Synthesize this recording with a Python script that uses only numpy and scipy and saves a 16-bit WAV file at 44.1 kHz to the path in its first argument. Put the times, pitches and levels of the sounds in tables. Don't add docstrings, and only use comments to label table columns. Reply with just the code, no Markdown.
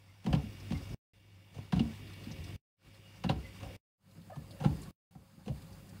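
import sys
import numpy as np
from scipy import signal
from scipy.fft import rfft, irfft, next_fast_len
from scipy.io import wavfile
from scipy.ndimage import uniform_filter1d, map_coordinates

SR = 44100
rng = np.random.default_rng(int(sys.argv[2]) if len(sys.argv) > 2 else 0)


def unload_wav(signal):
    wavfile.write(
        sys.argv[1],
        SR,
        np.round(np.clip(np.atleast_2d(signal).T, -1, 1) * 32767).astype(np.int16),
    )


N = 264600

# start_s, end_s, fade_in_s
STRETCHES = [(-1, .9465, .001), (1.134, 2.564, .001), (2.765, 3.766, .11), (3.972, 4.911, .14),
             (5.109, 7, .001)]
# start_s, level_db, pitch_hz, ring_s (time to fall by 60 dB)
FLOOR_BOOMS = [(0.248, -36, 184, 0.053), (0.267, -25, 198, .08), (0.289, -25.5, 143, 0.017),
               (0.299, -27.5, 70, 0.17), (0.334, -18.5, 164.5, 0.062), (0.358, -25, 144.4, 0.12),
               (0.43, -36.5, 212.6, 0.14), (0.707, -28, 201, 0.03), (0.728, -27, 161.6, 0.043),
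               (0.745, -29.5, 82, 0.21), (0.928, -35, 129.4, 0.094), (1.563, -36.5, 109, 0.046),
               (1.585, -31.5, 113, 0.028), (1.7284, -21, 172.4, 0.071), (1.761, -23, 174, 0.1),
               (1.778, -24, 145, 0.065), (1.801, -20.5, 229, .05), (1.853, -36.5, 220.6, 0.24),
               (2.266, -37, 237, 0.044), (2.283, -35, 124, 0.056), (2.309, -37, 151, 0.05),
               (2.391, -32, 83.7, 0.21), (2.489, -46, 100.5, 0.097), (2.537, -34.5, 77.6, 0.074),
               (3.243, -28, 167, 0.049), (3.26, -27.5, 175, 0.053), (3.2969, -20, 134, 0.021),
               (3.328, -36, 155, 0.2), (3.359, -24, 78, 0.018), (3.625, -33, 92, 0.042),
               (4.175, -45.5, 166.7, 0.24), (4.366, -34, 148, 0.087), (4.608, -30, 143, 0.08),
               (4.636, -34, 168, 0.023), (4.651, -21.5, 151, 0.061), (4.657, -19.5, 160, 0.015),
               (4.692, -28, 140.8, 0.088), (4.705, -31, 63, 0.17), (5.154, -42, 150, 0.035),
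               (5.375, -47, 167, 0.041), (5.467, -36.5, 203, 0.18), (5.494, -27, 133, 0.088),
               (5.508, -45, 66, .12), (5.572, -38, 91, .052)]


def amp(db):
    return 10 ** (np.asarray(db) / 20)


def unit(x):
    return x / np.sqrt(np.mean(x ** 2) + 1e-20)


def wobble(rate, size=N):
    points = rng.standard_normal(int(size * rate / SR) + 4)
    return map_coordinates(points, [np.arange(size) * rate / SR])


def filtered(x, response):
    size = next_fast_len(len(x) + 8192)
    return irfft(rfft(x, size) * response(np.fft.rfftfreq(size, 1 / SR)), size)[:len(x)]


def noise(spectrum, size=N):
    pitch_hz, level_db = np.transpose(spectrum)
    shape = lambda hz: amp(np.interp(np.log(hz + 1), np.log(pitch_hz), level_db))
    return unit(filtered(rng.standard_normal(size), shape))


def fade(t, ring_s, rise_s):
    return amp(-60 * t / np.maximum(ring_s, .005)) * (1 - np.exp(-t / rise_s)) ** 2


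def add(out, start_s, sound):
    part = out[round(start_s * SR):][:len(sound)]
    part += sound[:len(part)]


def patchy(x, depth_db):
    grid = signal.stft(x, nperseg=512)[2]
    patches = uniform_filter1d(rng.standard_normal(grid.shape), size=5, axis=0)
    patches = unit(uniform_filter1d(patches, size=6, axis=1))
    return unit(signal.istft(grid * amp(depth_db * patches), nperseg=512)[1][:len(x)])


def fan_hiss(stretch):
    # pitch_hz, level_db
    spectrum = [(300, -34.5), (420, -10), (800, -4.5), (1100, -5.5), (1700, -10.5), (3200, -19.5),
                (4750, -11), (5300, -10.5), (5900, -12.5), (6500, -19), (9900, -19), (10600, -28),
                (12800, -32.5), (13300, -23), (15700, -24)]
    dip_depths = [.1, 0.27, .3, 0.95, 1]
    hiss = amp(1.8 * wobble(25)) * patchy(noise(spectrum), depth_db=1.9)
    treble_band = filtered(hiss, lambda hz: np.exp(-((hz - 5700) / 510) ** 2))
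    return hiss - np.array(dip_depths)[stretch] * treble_band


def cabinet_rumble(running_db):
    # pitch_hz, level_db
    spectrum = [(15, -49.5), (25, -18), (54, 4), (91, -11.5), (128, -3.5), (229, -15), (257, -12.5),
                (312, -14), (467, -22.5), (530, -31), (700, -28), (910, -55), (1540, -120)]
    shudder_power, t = np.zeros(N), np.arange(SR) / SR
    for start_s, level_db, *_ in FLOOR_BOOMS:
        add(shudder_power, start_s, (amp(level_db - 14) * fade(t, ring_s=.4, rise_s=.0036)) ** 2)
    rumble = unit(amp(2.7 * wobble(22)) * noise(spectrum))
    return np.sqrt(amp(running_db) ** 2 + shudder_power) * rumble


def compressor_whine():
    # pitch_hz, level_db
    shell_spectrum = [(1200, -32.5), (1800, -2), (2250, -2.5), (2500, -2.5), (2800, 0.5), (3200, -4),
                      (3600, -1), (4100, -15.5), (4750, -8), (6000, -20.5)]
    # multiple (of the shaft speed), level_db (against the shell noise)
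    shaft_tones = [(45, -18), (46, -6), (47, -15), (48, -12), (49, -29), (51, -28.5), (52, -9.5),
                   (56, -23.5), (57, -5), (58, -20)]
    shaft_hz = 49.04 + .015 * wobble(3)
    angle = 2 * np.pi * np.cumsum(shaft_hz) / SR
    stroke = 1 + .19 * np.cos(angle)
    whine = stroke * noise(shell_spectrum)
    for multiple, level_db in shaft_tones:
        whine += amp(level_db + .43 * wobble(12)) * np.sin(multiple * angle + rng.uniform(0, 2 * np.pi))
    return whine


def hum_and_drones(hum_db, fuzzy_db, drone_db, hum_hz=99.5):
    t = np.arange(N) / SR
    hum = amp(2.5 * wobble(25)) * np.sin(2 * np.pi * hum_hz * t + .5 * wobble(15))
    fuzzy = noise([(440, -40), (520, -14), (539, 0), (560, -14), (660, -40)])
    drone = noise([(110, -29), (150, 2.5), (185, 4), (215, -3), (300, -34)])
    return amp(hum_db) * hum + amp(fuzzy_db) * fuzzy + amp(drone_db) * drone


def running_fridge():
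    # time_s, level_db
    loudness = [(0, -71.5), (.23, -71), (.3, -61.5), (.95, -60.5), (1.13, -75.5), (1.52, -71.5),
                (1.59, -65.5), (1.7, -70), (1.76, -63.5), (2.57, -61.5), (2.76, -70), (3.22, -66.5),
                (3.3, -64.5), (3.77, -61), (3.97, -71.5), (4.58, -64), (4.7, -60.5), (4.93, -62.5),
                (5.1, -73), (5.44, -70.5), (5.52, -64.5), (6, -64.5)]
    # rumble_db, whine_db, hum_db, fuzzy_db, drone_db
    balances = [(13.5, -1, 15.5, -8.5, 2.5), (14.5, 2, 16.5, -7, 1.5), (12.5, 0, 13.5, -4.5, 1.5),
                (11, -7.5, 12.5, -4, 8), (11, -9, 12, -3, 8)]
    middle_db = -62
    growth = np.array([1.52, 1.06, 1.1, 1.1, 1])[:, None]
    t = np.arange(N) / SR
    hiss_db = np.interp(t, *np.transpose(loudness))
    stretch = np.searchsorted([end_s + .1 for _, end_s, _ in STRETCHES], t)
    levels_db = middle_db + np.transpose(balances)[:, stretch] + growth * (hiss_db - middle_db)
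    rumble_db, whine_db, hum_db, fuzzy_db, drone_db = levels_db
    return (amp(hiss_db) * fan_hiss(stretch) + cabinet_rumble(rumble_db)
            + amp(whine_db) * compressor_whine() + hum_and_drones(hum_db, fuzzy_db, drone_db))


def plastic_notes():
    # start_s, level_db, pitch_hz, ring_s
    notes = [(.085, -57.5, 2110, .14), (.745, -43, 2120, 0.11), (1.793, -29, 2820, 0.035),
             (3.019, -56, 2856, 0.41), (3.29, -28, 2750, 0.034), (3.291, -33, 3935, .025),
             (3.432, -47.5, 2037, 0.22), (3.62, -41.5, 554, 0.16), (3.68, -45.5, 540, 0.22),
             (4.298, -42, 737, 0.079), (4.307, -54, 1236, 0.3), (4.315, -54.5, 1730, 0.26),
             (4.318, -36.5, 626, .078), (4.5, -51.5, 545, .4), (4.59, -49.5, 1800, 0.029),
             (4.602, -40, 810, .07), (4.655, -37.5, 833, 0.16), (4.646, -34.5, 1344, .05),
             (4.821, -57.5, 1117, 0.13), (4.869, -53, 1120, 0.12), (5.476, -45, 696, 0.13),
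             (5.477, -38, 502, 0.082), (5.5, -43, 615, 0.12)]
    out, t = np.zeros(N), np.arange(SR // 4) / SR
    for start_s, level_db, pitch_hz, ring_s in notes:
        grip_db = 3.5 * wobble(150, len(t))
        slip = 1.1 * wobble(140, len(t))
        tone = amp(level_db + grip_db) * np.sin(2 * np.pi * pitch_hz * t + slip)
        add(out, start_s, tone * fade(t, ring_s, rise_s=.039 * ring_s))
    return out


def bottle_taps():
    # start_s, level_db, crack_db (added to level_db), ring_s, pitch_hz
    taps = [(0.244, -47, -8.5, 0.045, 673), (0.264, -25.5, -15.5, 0.028, 523),
            (0.329, -25.5, -12, 0.047, 683), (0.349, -29.5, -10, 0.025, 506), (0.706, -45, -4, .045, 678),
            (0.721, -37.5, -6, 0.035, 724), (1.545, -59, -5.5, 0.23, 497), (1.581, -44.5, -18, 0.047, 500),
            (1.724, -31, -8.5, 0.063, 774), (1.761, -45.5, -6, 0.17, 695), (1.795, -32, -5, 0.032, 496),
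            (2.305, -52.5, -6.5, 0.078, 770), (3.239, -32, -9, 0.057, 975), (3.294, -26, -10.5, 0.062, 736),
            (3.603, -51.5, -9, 0.089, 592), (3.632, -32, -14.5, 0.017, 573),
            (4.303, -40.5, -43, 0.021, 732), (4.359, -42, -17.5, 0.037, 485), (4.602, -48, -8, 0.27, 716),
            (4.639, -30, -19.5, 0.037, 530), (4.647, -34, -11, 0.071, 730), (4.667, -38.5, -32, 0.028, 813),
            (5.151, -48.5, -41, 0.04, 494), (5.461, -53.5, -7, .068, 608), (5.48, -41, -10, 0.048, 525)]
    # pitch_hz, width_hz, level_db
    wall_tones = [(426, 28, 5), (537, 56, 4.5), (708, 82, 8.5), (745.5, 76, 11), (962, 140, 1),
                  (1058, 110, 1.5), (1358, 90, -2.5), (1626, 240, -5)]
    # pitch_hz, level_db
    crack_spectrum = [(1200, -30), (1900, -8), (2400, -6), (2800, 0.5), (3200, -4), (3900, -7.5),
                      (4300, -7.5), (4800, -11), (5400, -15), (6500, -38.5)]
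    # pitch_hz, level_db
    fizz_spectrum = [(4500, -24.5), (6000, 4.5), (8000, -4), (10000, -3), (12000, -23.5), (15700, -12.5)]
    out, t = np.zeros(N), np.arange(SR // 4) / SR
    for start_s, level_db, crack_db, ring_s, pitch_hz in taps:
        def wall(hz):
            return sum((-1) ** k * amp(db - 8.7 * np.log(tone_hz / pitch_hz) ** 2)
                       * 1j * hz * width_hz / (tone_hz ** 2 - hz ** 2 + 1j * hz * width_hz)
                       for k, (tone_hz, width_hz, db) in enumerate(wall_tones))
        ring = amp(level_db + 2) * unit(filtered(rng.standard_normal(len(t)), wall))
        bright_db = level_db + crack_db
        crack = amp(bright_db - 3) * noise(crack_spectrum, len(t))
        crack += amp(.49 * bright_db - 38.5) * noise(fizz_spectrum, len(t))
        ring *= fade(t, ring_s, .0014) + .15 * fade(t, .26, .012)
        crack *= fade(t, 1.66 * ring_s, .0003) + .25 * fade(t, .11, .00047)
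        add(out, start_s - .0015, ring + crack)
    return out


def floor_booms():
    # pitch_hz, level_db, ring_factor
    panel_tones = [(67.8, -2, 4.9), (103.7, -5.5, 3.4), (133, -2.5, 2.2), (150, 2.5, 3.6),
                   (189.7, 13.5, 0.79), (225, 6.5, 2), (281.5, 5.5, 2.4), (283, -13, 0.78)]
    tone_hz, tone_db, ring_factor = np.transpose(panel_tones)[..., None]
    out, t = np.zeros(N), np.arange(SR // 2) / SR
    rocking = amp(-8.5) * fade(t, .4, .008) * np.sin(2 * np.pi * 71 * t)
    for start_s, level_db, pitch_hz, ring_s in FLOOR_BOOMS:
        swing = fade(t, ring_s, .0034) * np.sin(2 * np.pi * pitch_hz * t)
        swing /= np.abs(swing).max()
        shares = amp(tone_db - 15 - 20 * np.log(tone_hz / pitch_hz) ** 2)
        ringing = (shares * fade(t, .1 * ring_factor, .0024) * np.sin(2 * np.pi * tone_hz * t)).sum(0)
        add(out, start_s + .0029, amp(level_db) * (swing + ringing + rocking))
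    return out


def finger_crinkles():
    # start_s, level_db, pitch_hz, fizz_db (added to level_db)
    crinkles = [(0.602, -45, 5160, -20.5), (0.773, -44, 4550, -13), (0.8936, -47, 5470, -28),
                (1.9088, -55.5, 3375, -13.5), (1.951, -49.5, 3440, -7), (2.0703, -48, 3900, -26),
                (2.134, -44, 4050, -12), (2.2399, -41.5, 3800, -18), (2.3151, -37, 4970, -24.5),
                (2.4401, -40.5, 4570, -12), (2.9442, -49, 3560, -15.5), (4.112, -58.5, 4520, -11),
                (4.2172, -55.5, 3660, -13), (4.5088, -41.5, 3900, -14.5), (4.818, -43.5, 7900, -22),
                (4.832, -43, 4360, -6.5), (5.5741, -51, 3800, -20), (5.6197, -50, 4000, -5),
                (5.7287, -52, 4640, -6), (5.8916, -50.5, 4930, -4.5)]
    out, t = np.zeros(N), np.arange(SR // 4) / SR
    for start_s, level_db, hz, fizz_db in crinkles:
        puff = noise([(hz / 1.7, -30), (hz / 1.25, -4), (hz, 0), (hz * 1.3, -3), (hz * 1.5, -30)], len(t))
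        fizz = amp(fizz_db + 4) * noise([(6000, -12), (7500, 6.5), (10500, 2.5), (15000, -11.5)], len(t))
        add(out, start_s - .003, amp(level_db - 3.5) * (puff + fizz) * fade(t, ring_s=.045, rise_s=.0032))
    return out


def scene():
    return (running_fridge() + plastic_notes() + bottle_taps() + floor_booms() + finger_crinkles())[None]


def record(dry):
    bass_hz, top_hz = 45, 15750
    t, gain = np.arange(N) / SR, np.zeros(N)
    for start_s, end_s, fade_in_s in STRETCHES:
        gain += np.clip((t - start_s) / fade_in_s, 0, 1) ** 1.5 * np.clip((end_s - t) / .001, 0, 1)
        gain += (t > end_s) * amp(-18 - 740 * np.abs(t - end_s))
    heard = filtered(dry[0], lambda hz: (1j * hz / (bass_hz + 1j * hz)) ** 3)
    return filtered(heard * gain, lambda hz: hz < top_hz)[None]


dry = scene()
out = record(dry)
unload_wav(out)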